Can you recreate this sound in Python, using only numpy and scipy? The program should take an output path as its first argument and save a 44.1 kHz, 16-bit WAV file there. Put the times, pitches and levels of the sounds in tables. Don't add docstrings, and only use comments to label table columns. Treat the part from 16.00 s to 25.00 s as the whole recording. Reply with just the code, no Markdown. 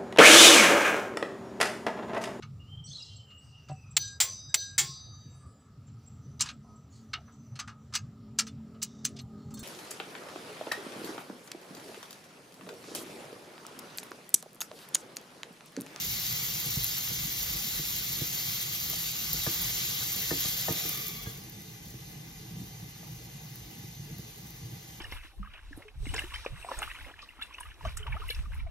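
import sys
import numpy as np
from scipy import signal
from scipy.io import wavfile
from scipy.ndimage import uniform_filter1d

SR = 44100
rng = np.random.default_rng(int(sys.argv[2]) if len(sys.argv) > 2 else 0)


def invert_db(level):
    return 10 ** (np.asarray(level, dtype=float) / 20)


def generate_wav(sig):
    pcm = np.round(np.clip(np.atleast_2d(sig).T, -1, 1) * 32767).astype(np.int16)
    wavfile.write(sys.argv[1], SR, pcm)


N = 396900

# (time [s], cover [0-1])
LID = [
    (0, 0.03),
    (4.7, 0.12),
    (5.12, 0.13),
    (5.28, 0.58),
    (5.45, 0.97),
    (9, 1),
]


def evened(x):
    return x / np.sqrt(np.mean(abs(x) ** 2) + 1e-20)


def columns(rows, at):
    first, *rest = np.transpose(rows)
    return [np.interp(at, first, c) for c in rest]


def colour(points, hz):
    f, db = np.transpose(points)
    return np.interp(np.log(hz + 1), np.log(f + 1), db)


def bump(hz, centre_hz, width_hz):
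    return 1 / (1 + (2 * (hz - centre_hz) / width_hz) ** 2)


def swells(rows, t):
    s, db, length = np.transpose(rows)[:, :, None]
    bells = np.exp(-(2 * (t - s) / length) ** 2 / 2)
    return (db * bells).sum(0)


def blotches(shape, bins, frames):
    z = rng.standard_normal(shape[::-1]).T
    z = uniform_filter1d(z, max(round(bins), 1), 0)
    return evened(uniform_filter1d(z, max(round(frames), 1), 1))


def spectra(x, size):
    return signal.stft(x, SR, "cosine", size)


def sound(z, size):
    return signal.istft(z, SR, "cosine", size)[1][:, :N]


def smeared(x, echo):
    smear = rng.standard_normal(1000) * np.exp(-np.arange(1000) / echo)
    return signal.oaconvolve(x, smear / np.linalg.norm(smear))[:N]


def comb(hz):
    # (tooth spacing [Hz], one tooth [Hz], fades above [Hz])
    spacing_hz, tooth_hz, fade_hz = (345, 810, 2100)
    reach = np.clip((hz - 300) / 300, 0, 1) * np.clip((fade_hz - hz) / 300, 0, 1)
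    return reach * np.cos(2 * np.pi * (hz - tooth_hz) / spacing_hz)


def ports(direct, diffuse, hz, scatter=0):
    # (frequency [Hz], likeness [0-1], right phase lead [rad], left minus right [dB])
    port_rows = [(120, 1, 0, -.6), (220, .96, 0, -1), (330, .62, .1, -1), (650, .45, .6, -2),
                 (1400, .45, .7, -2.5), (2000, .6, .8, 3.5), (2350, .72, 2.9, 2.5), (2800, .66, 3, .5),
                 (3200, .3, 2, 0), (3500, .3, -.9, 1), (3900, .55, -.3, 1.5), (4400, .75, 0, 1),
                 (5100, .55, -.4, 0), (6000, .78, -1, .3), (7600, .8, -2.5, 0), (8800, .82, -3.14, 0),
                 (10000, .85, -3.94, 0), (11000, .85, -4.9, 0), (12000, .85, -5.8, 0),
                 (13300, .83, -6.28, 0), (14800, .8, -7.35, 0), (16000, .8, -8, 0)]
    same, lead, tilt_db = (c[:, None] for c in columns(port_rows, hz))
    same = np.clip(same + .3 * comb(hz)[:, None], 0, 1)
    same = same * (1 - scatter * (hz[:, None] < 5500))
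    right = same * direct * np.exp(1j * lead) + np.sqrt(1 - same ** 2) * diffuse
    return np.array([direct * invert_db(tilt_db / 2), right * invert_db(-tilt_db / 2)])


def heard(x, other, gain_db, lid_scatter=0):
    hz, t, (direct, diffuse) = spectra(np.array([x, other]), size=1024)
    scatter = lid_scatter * columns(LID, t)[0]
    return sound(ports(direct, diffuse, hz, scatter) * invert_db(gain_db(hz[:, None], t)), size=1024)


def drone():
    # (frequency [Hz], level per Hz [dB])
    fan_colour = [(41, -54), (70, -21), (80, -12.5), (108, -4.5), (156, -1), (265, -19), (341, -13),
                  (386, -27), (442, -15.5), (539, -44), (600, -35), (780, -75), (1320, -120)]
    # (frequency [Hz], level per Hz [dB])
    deep_colour = [(20, -56), (32, -26), (47, 10.5), (60, 0.5), (80, -3.5), (110, -27.5)]
    # (frequency [Hz], rms level [dB])
    hum_tones = [(119.5, -56)]
    # (time [s], rise of the deep rumble [dB], length [s])
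    strokes = [(.13, 7, .12), (.52, 8, 0.078), (.8, 10, .1), (1.2, 6, 0.092), (1.48, 12.5, 0.19),
               (1.88, 6, 0.22), (2.23, 10, 0.057), (2.55, -1, .25), (2.85, 7, 0.12), (3.35, 9, .1),
               (3.5, 4, .07), (3.67, 8, 0.15), (3.87, 5, .07), (4.19, 4, 0.099), (4.35, 8, 0.054),
               (4.51, 5, 0.14), (5.29, 5, 0.092)]
    fan_level_db, fan_lump_db, fan_shake = -49.5, 2.06, .15
    deep_level_db, deep_lump_db = -59.5, 1.5

    hz, t, z = spectra(rng.standard_normal((N, 4)).T, size=2048)
    shake_db = swells(strokes, t)
    fan_db = fan_level_db + fan_shake * shake_db + fan_lump_db * blotches((1, len(t)), 1, 3)
    deep_db = deep_level_db + shake_db + deep_lump_db * blotches((1, len(t)), 1, 4)
    fan_db = colour(fan_colour, hz)[:, None] + fan_db + 27.5 + 2.0 * blotches(z[0].shape, 5, 2)
    deep_db = colour(deep_colour, hz)[:, None] + deep_db + 28.0
    fan = ports(z[0], z[1], hz) * invert_db(fan_db)
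    deep = ports(z[2], z[3], hz) * invert_db(deep_db)
    waver_hz = 2.76 * evened(uniform_filter1d(rng.standard_normal(N), 6000))
    hum = sum(invert_db(db + 2.5) * np.sin(2 * np.pi * np.cumsum(f + waver_hz) / SR) for f, db in hum_tones)
    return sound(fan + deep, size=2048) + hum


def knocks():
    # (time [s], thud [dB], ring [dB], clack [dB], rim mode struck most [Hz])
    rim_blows = [
        (2.93, -51, -46, -43, 920),
        (3.465, -29, -32, -31, 1770),
        (4.308, -34.5, -27, -30.5, 1770),
        (4.327, -37, -35, -40, 735),
        (4.449, -35, -44, -41, 1220),
        (4.683, -31, -26.5, -29, 790),
        (4.699, -29, -43, -43, 660),
        (4.711, -53, -46, -41, 660),
        (5.264, -37, -41, -47, 1220),
        (7.03, -58, -62, -51, 800),
    ]
    # (time [s], thud [dB], thud pitch [Hz], ring [dB])
    pats = [(0.764, -26.5, 134, -45), (1.108, -40, 168, -46), (1.788, -38, 136, -41.5),
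            (2.21, -29, 135, -37.5), (4.155, -47, 178, -48), (4.479, -44, 152, -59),
            (4.847, -41, 134, -37.5), (5.937, -43, 162, -47), (7.989, -37.5, 122, -62),
            (8.16, -43, 159, -53), (8.186, -37.5, 153, -45.5), (3.335, -41.5, 150, -43.5),
            (3.59, -40, 120, -47)]
    # (frequency [Hz], level [dB], time to fall 60 dB [s])
    bottom_modes = [(279, -4, 0.28), (326.3, 1.5, 0.15), (350.4, -1.2, 0.2), (451.7, 1, 0.14),
                    (517, -3, 0.084), (570, -14.5, 0.07)]
    # (frequency [Hz], level [dB], time to fall 60 dB [s])
    rim_modes = [(657, 1.5, 0.048), (790, -5, 0.056), (938, -8, 0.086), (1080, -6, 0.048), (1220, -4, 0.12),
                 (1477, -3, 0.042), (1770, 1.5, 0.062)]
    # (frequency [Hz], level [dB], time to fall 60 dB [s])
    glass_modes = [(1640, -41, 0.17), (3410, -52.5, 0.5)]
    lid_lands_s, rim_thud_hz = 5.262, 139
    pat_clack_db, pat_rim_hz = -15, 700
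    t, train = np.arange(9000) / SR, np.zeros(N)

    def mode(hz, db, t60, late, turn):
        u = np.maximum(t - late, 0)
        onset = 1 - np.exp(-(u * hz / .6) ** 2)
        return invert_db(db - 60 * u / t60) * onset * np.sin(2 * np.pi * (hz * u + turn))

    blows = [(s, thud, rim_thud_hz, *rest) for s, thud, *rest in rim_blows]
    blows += [(*row, row[-1] + pat_clack_db, pat_rim_hz) for row in pats]
    chance = rng.random((len(blows), 13, 2))
    for (s, thud_db, thud_hz, ring_db, clack_db, struck_hz), luck in zip(blows, chance):
        modes = [(f, d + ring_db - 8.0, t60, .003) for f, d, t60 in bottom_modes]
        modes += [(f, d + clack_db - 3 + 6 * bump(f, struck_hz, 400), t60, 0) for f, d, t60 in rim_modes]
        blow = mode(thud_hz, thud_db + 14.5, 0.035, 0.00526, 0.77)
        for (f, d, t60, late), (a, b) in zip(modes, luck):
            blow = blow + mode(f * (.96 + 0.064 * a), d, t60, late, b)
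        part = train[round(s * SR):][:len(t)]
        part += blow[:len(part)]
    train[round(lid_lands_s * SR):][:len(t)] += sum(mode(f, d, t60, 0, 0) for f, d, t60 in glass_modes)
    return heard(train, np.roll(train, 10), lambda hz, t: 0 * hz)


def spits():
    # (time [s], peak level [dB])
    loud_spits = [(.0498, -24), (.198, -19), (.4339, -23), (.6594, -21), (.8305, -18), (.8438, -12),
                  (1.5354, -23), (1.5693, -21.5), (1.7649, -27), (1.9634, -20), (2.4397, -22), (2.812, -20),
                  (2.8997, -16), (3.3311, -12), (3.511, -20), (3.618, -16), (4.1195, -18), (4.1629, -17),
                  (4.2198, -20), (4.406, -12.5), (4.725, -13), (4.8928, -13), (4.9297, -22), (4.9758, -21),
                  (5.0679, -22), (5.0818, -19.5), (5.4974, -34), (7.5572, -30), (8.1833, -31),
                  (8.5051, -31)]
    # (frequency [Hz], level [dB])
    bright = [(1500, -30), (4000, -17), (7000, -13), (10000, -8), (13000, 0), (14500, 0), (16000, -6)]
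    small_per_s, small_db, small_spread_db = 7.3, -37, 1.5

    train, fade = np.zeros(N), np.exp(-np.arange(500) / 130)
    open_pan = np.clip(1 - columns(LID, np.arange(N) / SR)[0], 0, 1) ** 2
    small = np.flatnonzero(rng.random(N) < small_per_s * open_pan / SR)
    small_levels_db = small_db + small_spread_db * rng.standard_normal(N)[small]
    rows = list(loud_spits) + list(zip(small / SR, small_levels_db))
    for (s, db), spatter in zip(rows, rng.standard_normal((200, 500))):
        burst = .4 * spatter * fade
        burst[0] = 1
        part = train[round(s * SR):][:500]
        part += invert_db(db) * burst[:len(part)]
    return heard(train, .5 * smeared(train, 60), lambda hz, t: 6 + colour(bright, hz))


def crackle(per_s, spread_db):
    clumps = invert_db(4.0 * evened(uniform_filter1d(rng.standard_normal(N), 900)))
    size = invert_db(spread_db * np.minimum(rng.exponential(1, N), 5)) * rng.choice([-1, 1], N)
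    return evened(size * (rng.random(N) < per_s * clumps / SR))


def sizzle():
    # (time [s], level [dB])
    frying = [(0, -39), (.15, -38.5), (.5, -39), (1.1, -39.5), (2.4, -39.5), (2.7, -40), (3.15, -40.5),
              (3.5, -37.5), (3.95, -38.5), (4.3, -38.5), (4.5, -38), (4.7, -39), (4.86, -39.5), (5.06, -44),
              (5.2, -49), (5.49, -56), (9, -56.5)]
    # (time [s], resonance [Hz], boost [dB])
    gap_rows = [
        (4.6, 1260, 0),
        (4.8, 1240, 5),
        (4.95, 1200, 10),
        (5.2, 1140, 12),
        (5.35, 1110, 8),
        (5.5, 1080, 0),
    ]
    # (frequency [Hz], level per Hz [dB])
    open_colour = [(200, -14.5), (600, -11.5), (1000, -7.5), (1600, -8), (2000, -5), (3000, -1.5),
                   (3700, -1), (7000, 0.5), (7800, -4.5), (8800, -0.5), (11400, -7.5), (12600, -1.5),
                   (13900, 0), (14800, -3), (15800, -10)]
    # (frequency [Hz], level per Hz [dB])
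    shut_colour = [(200, -11), (500, -4), (1000, 0), (1350, -3.5), (2000, -4.5), (3000, -1), (3800, -2.5),
                   (6000, 1), (7700, -3.5), (8800, 1.5), (11600, -8), (13200, -2), (14800, -8.5),
                   (15800, -11)]
    # (frequency [Hz], width [Hz], boost [dB])
    pan_modes = [(407, 17, 5), (800, 117, 1), (2010, 25, 10.5), (2290, 220, 4), (2840, 540, 2),
                 (1033, 50, -5), (2380, 35, -1), (3800, 72, 3.5), (4180, 110, 3.5), (4590, 99, 2.5),
                 (5800, 85, -2), (6070, 340, 0.5), (6350, 150, 0.5)]
    # (frequency [Hz], width [Hz], boost [dB])
    dome_modes = [(790, 80, 5), (1160, 100, -3), (1340, 120, -8), (1690, 120, 4), (2030, 80, 9),
                  (2300, 150, -2), (2470, 70, 3), (2900, 200, 2), (3600, 120, 3), (4200, 120, 2),
                  (5300, 300, -2), (6000, 500, 2)]
    # (time [s], rise [dB], length [s])
    flares = [
        (.85, 1, 0.073),
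        (1.08, 1, .05),
        (2.53, 1.5, .07),
        (2.95, 1.6, 0.064),
        (3.08, 2, 0.047),
        (3.84, 2.5, .07),
        (4.46, 2.5, .06),
        (5.09, -0.5, .04),
    ]
    # (time [s], rise [dB], length [s])
    drags = [
        (4.45, 2, .15),
        (4.82, 11, 0.24),
        (5.2, 7.5, 0.16),
    ]
    drag_hz, drag_width_hz = 680, 160
    top_open_db, top_flare = 1.16, 0.55
    body_open_db, body_flare = -2.6, .1
    gap_treble = 0.13
    gap_overtones = [(1, 1.15), (1.96, 1), (2.98, .8)]

    def gain_db(hz, t):
        level_db, flare_db = columns(frying, t)[0], swells(flares, t)
        cover = np.clip(columns(LID, t)[0], 0, 1)
        gap_hz, gap_db = columns(gap_rows, t)
        top, body = np.clip((hz - 7000) / 4000, 0, 1), np.clip((2600 - hz) / 800, 0, 1)

        shape_db = (1 - cover) * colour(open_colour, hz) + cover * colour(shut_colour, hz)
        shape_db += sum(db * bump(hz, f, w) for f, w, db in pan_modes)
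        shape_db += gap_db * sum(share * bump(hz, k * gap_hz, 120) for k, share in gap_overtones)
        shape_db += 1.7 * gap_db * bump(hz, 440, 60)
        shape_db += top * gap_treble * gap_db
        shape_db += (top * top_open_db + body * body_open_db) * (1 - cover)
        shape_db += flare_db * (1 - top * (1 - top_flare) - body * (1 - body_flare))
        shape_db += bump(hz, drag_hz, drag_width_hz) * swells(drags, t)
        shape_db += 2.0 * comb(hz)
        shape_db += cover * sum(db * bump(hz, f, w) for f, w, db in dome_modes)
        bare, lidded = blotches((len(hz), 2), 3, 1).T[:, :, None]
        shape_db += .9 * ((1 - cover) * bare + cover * lidded)
        patches_db = 1.16 * blotches(shape_db.shape, 12, 4)
        gusts_db = (.35 + .8 * top) * blotches((1, len(t)), 1, 2.1)
        return level_db + 9.0 + shape_db + patches_db + gusts_db

    treble = signal.butter(2, 7000, "high", fs=SR, output="sos")
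    pops = .4 * signal.sosfilt(treble, crackle(690, 4.5))
    hiss, other_hiss = rng.standard_normal((N, 2)).T
    return heard(hiss + pops, other_hiss + smeared(pops, 200), gain_db, lid_scatter=.55)


def scene():
    return drone() + knocks() + spits() + sizzle()


def joint_stereo(x, weak_db, top_hz, faint_db):
    lead = 1024 - 890
    pair = np.pad([x[0] + x[1], x[0] - x[1]], ((0, 0), (lead, 0))) / 2
    hz, t, z = spectra(pair, size=2048)
    edges = np.r_[0, 96:160:8, 160:320:16, 320:672:32, 672:1024:16]
    power = np.add.reduceat(abs(z) ** 2, edges, 1)
    weak = power < power[::-1] * invert_db(2 * colour(weak_db, hz[edges]))[:, None]
    faint = power < invert_db(2 * np.reshape(faint_db, (2, 1, 1)))
    weak |= faint & (hz[edges, None] > 14400)
    kept = np.repeat(~weak, np.diff(np.r_[edges, len(hz)]), 1) & (hz < top_hz)[:, None]
    mid, side = signal.istft(z * kept, SR, "cosine", 2048)[1][:, lead:lead + N]
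    return np.array([mid + side, mid - side])


def low_pass(x):
    return signal.sosfilt(signal.butter(12, 16920, fs=SR, output="sos"), x)


def record(dry):
    miked = signal.sosfilt(signal.butter(4, 38, "high", fs=SR, output="sos"), dry)
    # (frequency [Hz], level [dB])
    weak_db = [(1900, -40), (2000, -7.5), (3000, -7.5), (3500, -8.8), (6000, -8.8), (7000, -5.4)]
    mix = joint_stereo(miked, weak_db, top_hz=15790, faint_db=(-77.3, -82))
    return low_pass(mix)


dry = scene()
out = record(dry)
generate_wav(out)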